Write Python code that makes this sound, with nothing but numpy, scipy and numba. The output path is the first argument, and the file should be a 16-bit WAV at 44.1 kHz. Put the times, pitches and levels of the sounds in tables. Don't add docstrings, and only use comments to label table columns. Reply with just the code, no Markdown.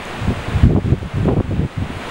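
import sys
import numpy as np
from scipy import signal
from scipy.fft import rfft, irfft
from scipy.io import wavfile
from scipy.ndimage import uniform_filter1d
from numba import njit

SR = 44100
rng = np.random.default_rng(int(sys.argv[2]) if len(sys.argv) > 2 else 0)


def wrap_up_sound(samples):
    columns = np.atleast_2d(samples).T
    tamed = np.clip(columns, -1, 1)
    steps = np.round(tamed * 32767).astype(np.int16)
    wavfile.write(sys.argv[1], SR, steps)


N = 92610


def undb(db):
    return 10 ** (np.asarray(db) / 20)


def level(x, db):
    return x * undb(db) / np.sqrt(np.mean(x ** 2))


def colour(x, points):
    hz, db = np.array(points).T
    freq = np.maximum(np.arange(N // 2 + 1) * SR / N, 1)
    return irfft(rfft(x) * undb(np.interp(np.log(freq), np.log(hz), db)), N)


def wander(per_s):
    hold = int(SR / per_s)
    steps = np.repeat(rng.standard_normal(N // hold + 1), hold)
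    return level(uniform_filter1d(uniform_filter1d(steps, hold), hold)[:N], 0)


# (frequency [Hz], relative level [dB])
WATER_TONE = [(30, 5), (100, 1), (200, 4), (350, 1.5), (800, 1), (1300, -2), (2600, -6), (3600, -11.5),
              (4600, -19), (5600, -24), (6600, -23), (9000, -25), (11000, -32.5), (13500, -40),
              (15500, -43)]

def wash(surge_db=0.02, flicker_db=0.4):
    freq = np.arange(N // 2 + 1) * SR / N
    noise = rfft(rng.standard_normal(N))
    edges_hz = [0, 250, 500, 1000, 2000, 4000, 8000, SR]
    surge = surge_db * wander(4.75)
    out = np.zeros(N)
    for low, high in zip(edges_hz, edges_hz[1:]):
        band = irfft(noise * (freq >= low) * (freq < high), N)
        out += band * undb(surge + flicker_db * wander(27.4))
    return level(colour(out, WATER_TONE), -28)


def bubbles(per_s=2500, low_hz=329, high_hz=12000, cycles=10.6, glide=0.31, spread_db=1.5):
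    out = np.zeros(N + SR)
    for when, pitch, strength in rng.random((int(per_s * N / SR), 3)):
        hz = low_hz * (high_hz / low_hz) ** pitch
        age = np.arange(int(2 * cycles * SR / hz)) * hz / SR / cycles
        ring = np.sin(2 * np.pi * cycles * age * (1 + glide * age / 2)) * 10 ** -age
        gain = hz * undb(-spread_db * np.log(1 - strength * 0.998))
        start = int(when * N)
        out[start:start + len(ring)] += ring * gain
    return level(colour(out[:N], WATER_TONE), -38)


# (time [s], level change [dB])
RIVER_SWELL = [(0, -0.6), (.15, 0.4), (.35, -0.4), (.6, .5), (.77, -1.5), (.86, 2.5), (1.02, 1.5), (1.2, 2),
               (1.36, -0.4), (1.55, 0), (1.8, -0.2), (2.1, 1.8)]

def river(t):
    swell_db = np.interp(t, *np.array(RIVER_SWELL).T)
    return (wash() + bubbles()) * undb(swell_db)


def whine(t, hz=15660):
    return level(np.sin(2 * np.pi * hz * t), -65)


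# (time [s], pitch [Hz], level [dB])
DROPLETS = [(0.053, 6800, -30.5), (0.0528, 9400, -31), (.989, 8000, -35), (.989, 12000, -40),
            (1.0305, 9000, -35), (1.1697, 10500, -39)]

def droplets(t, rise_s=0.00037, width_ratio=1.56):
    out = np.zeros(N)
    for start, hz, db in DROPLETS:
        tone = [(hz / width_ratio, -40), (hz, 0), (hz * width_ratio, -40)]
        ring = colour(rng.standard_normal(N), tone)
        age = np.maximum(t - start, 0) / rise_s
        out += level(ring, db) * age * np.exp(1 - age)
    return out


@njit
def split(x, hz, damping):
    low, high = np.empty(len(x)), np.empty(len(x))
    band_state, low_state = 0., 0.
    for i in range(len(x)):
        g = np.tan(np.pi * hz[i] / SR)
        band = (band_state + g * (x[i] - low_state)) / (1 + g * (g + damping))
        low[i] = low_state + g * band
        high[i] = x[i] - damping * band - low[i]
        band_state, low_state = 2 * band - band_state, 2 * low[i] - low_state
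    return low, high


# (start [s], length [s], level [dB], top of the rumble [Hz])
WIND_GUSTS = [(0.107, 0.087, -35.5, 150), (0.213, 0.052, -21.5, 180), (0.272, 0.056, -16, 241),
              (0.352, 0.069, -26.5, 140), (0.48, 0.017, -21, 200), (0.52, 0.15, -23, 170),
              (0.546, 0.03, -13, 130), (0.633, 0.049, -3.5, 199), (0.693, 0.044, -8, 400),
              (0.749, 0.039, -4, 620), (0.805, 0.024, -18.5, 220), (0.844, 0.076, -9, 310),
              (.921, .016, 0, 360), (0.954, 0.03, -16.5, 192), (1.012, 0.066, -16, 153),
              (1.136, 0.037, -13.5, 170), (1.165, 0.088, -10, 295), (1.26, 0.024, -6.5, 450),
              (1.278, 0.014, -5, 1130), (1.297, 0.046, -6.5, 670), (1.363, 0.021, -4.5, 700),
              (1.389, 0.014, -2.5, 335), (1.438, 0.025, -15.5, 203), (1.477, 0.18, -13, 265),
              (1.508, 0.027, -12, 580), (1.586, .02, -9, 302), (1.608, 0.051, -12, 457),
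              (1.769, 0.038, -13.5, 169), (1.814, 0.024, -12.5, 268), (1.848, 0.019, -22, 200),
              (1.895, 0.019, -22.5, 250), (1.922, 0.06, -27.5, 138)]

def wind(t, rise_s=0.0035, fade_s=0.007, breeze_db=-49, breeze_hz=135, swirl_s=0.023):
    power = np.full(N, undb(breeze_db) ** 2)
    weighted_hz = power * breeze_hz
    for start, length, db, hz in WIND_GUSTS:
        rise = np.clip((t - start) / rise_s + 0.5, 0, 1)
        fade = np.exp(-np.maximum(t - start - length, 0) / fade_s)
        gust_power = (undb(db) * rise * fade) ** 2
        power += gust_power
        weighted_hz += gust_power * hz
    top_hz = weighted_hz / power
    bottom_hz = 68 + 0.076 * top_hz
    _, rumble = split(rng.standard_normal(N), bottom_hz, 0.8)
    rumble = colour(rumble, [(20, 11), (120, 3), (400, -4.5), (1500, -16)])
    for _ in range(2):
        rumble, _ = split(rumble, top_hz * 1.233, 1.464)
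    swirl_power = uniform_filter1d(rumble ** 2, int(swirl_s * SR))
    swirl_power = uniform_filter1d(swirl_power, int(swirl_s * SR / 2))
    even_rumble = level(rumble / np.sqrt(swirl_power), 0)
    return even_rumble * np.sqrt(power)


# (time [s], pitch [Hz], peak level [dB])
AIR_SLAPS = [(.283, 120, -7), (0.307, 328, -13), (.709, 336, -2.5), (.764, 495, -3), (0.861, 218, -4.5),
             (0.932, 313, -2.5), (1.031, 291, -7.5), (1.2569, 250, -1), (1.2863, 550, 1),
             (1.315, 367, -2.5), (1.3672, 268, -2), (1.4024, 654, -4), (1.408, 268, 2), (1.516, 350, -11),
             (1.596, 193, -6.5), (1.828, 199, -16), (1.904, 169, -13), (1.969, 109, -20)]

def slaps(t, grain=0.1):
    out = np.zeros(N)
    for when, hz, db in AIR_SLAPS:
        phase = 2 * np.pi * hz * (t - when)
        out -= undb(db) * phase * np.exp((1 - phase ** 2) / 2)
    return out * (1 + grain * wander(900))


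@njit
def follow(x, attack_s, release_s):
    out, loudness = np.empty(len(x)), 0.
    for i in range(len(x)):
        lag_s = attack_s if abs(x[i]) > loudness else release_s
        loudness += (abs(x[i]) - loudness) / (SR * lag_s)
        out[i] = loudness
    return out


def gain_control(x, threshold_db, attack_s, release_s, ratio=36):
    loudness = follow(x[0], attack_s, release_s)
    gain = np.minimum(undb(threshold_db) / (loudness + 1e-9), 1)
    return x * gain ** (1 - 1 / ratio)


def scene():
    t = np.arange(N) / SR
    air = wind(t) + slaps(t)
    return (air + river(t) + droplets(t) + whine(t))[None]


def record(dry, top_hz=15800):
    held = gain_control(dry, threshold_db=-14.5, attack_s=0.059, release_s=0.4)
    held = gain_control(held, threshold_db=-12.5, attack_s=0.083, release_s=0.12)
    treble_cut = signal.ellip(12, 0.1, 80, top_hz, fs=SR, output="sos")
    return signal.sosfilt(treble_cut, np.clip(held, -1, 1))


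dry = scene()
out = record(dry)
wrap_up_sound(out)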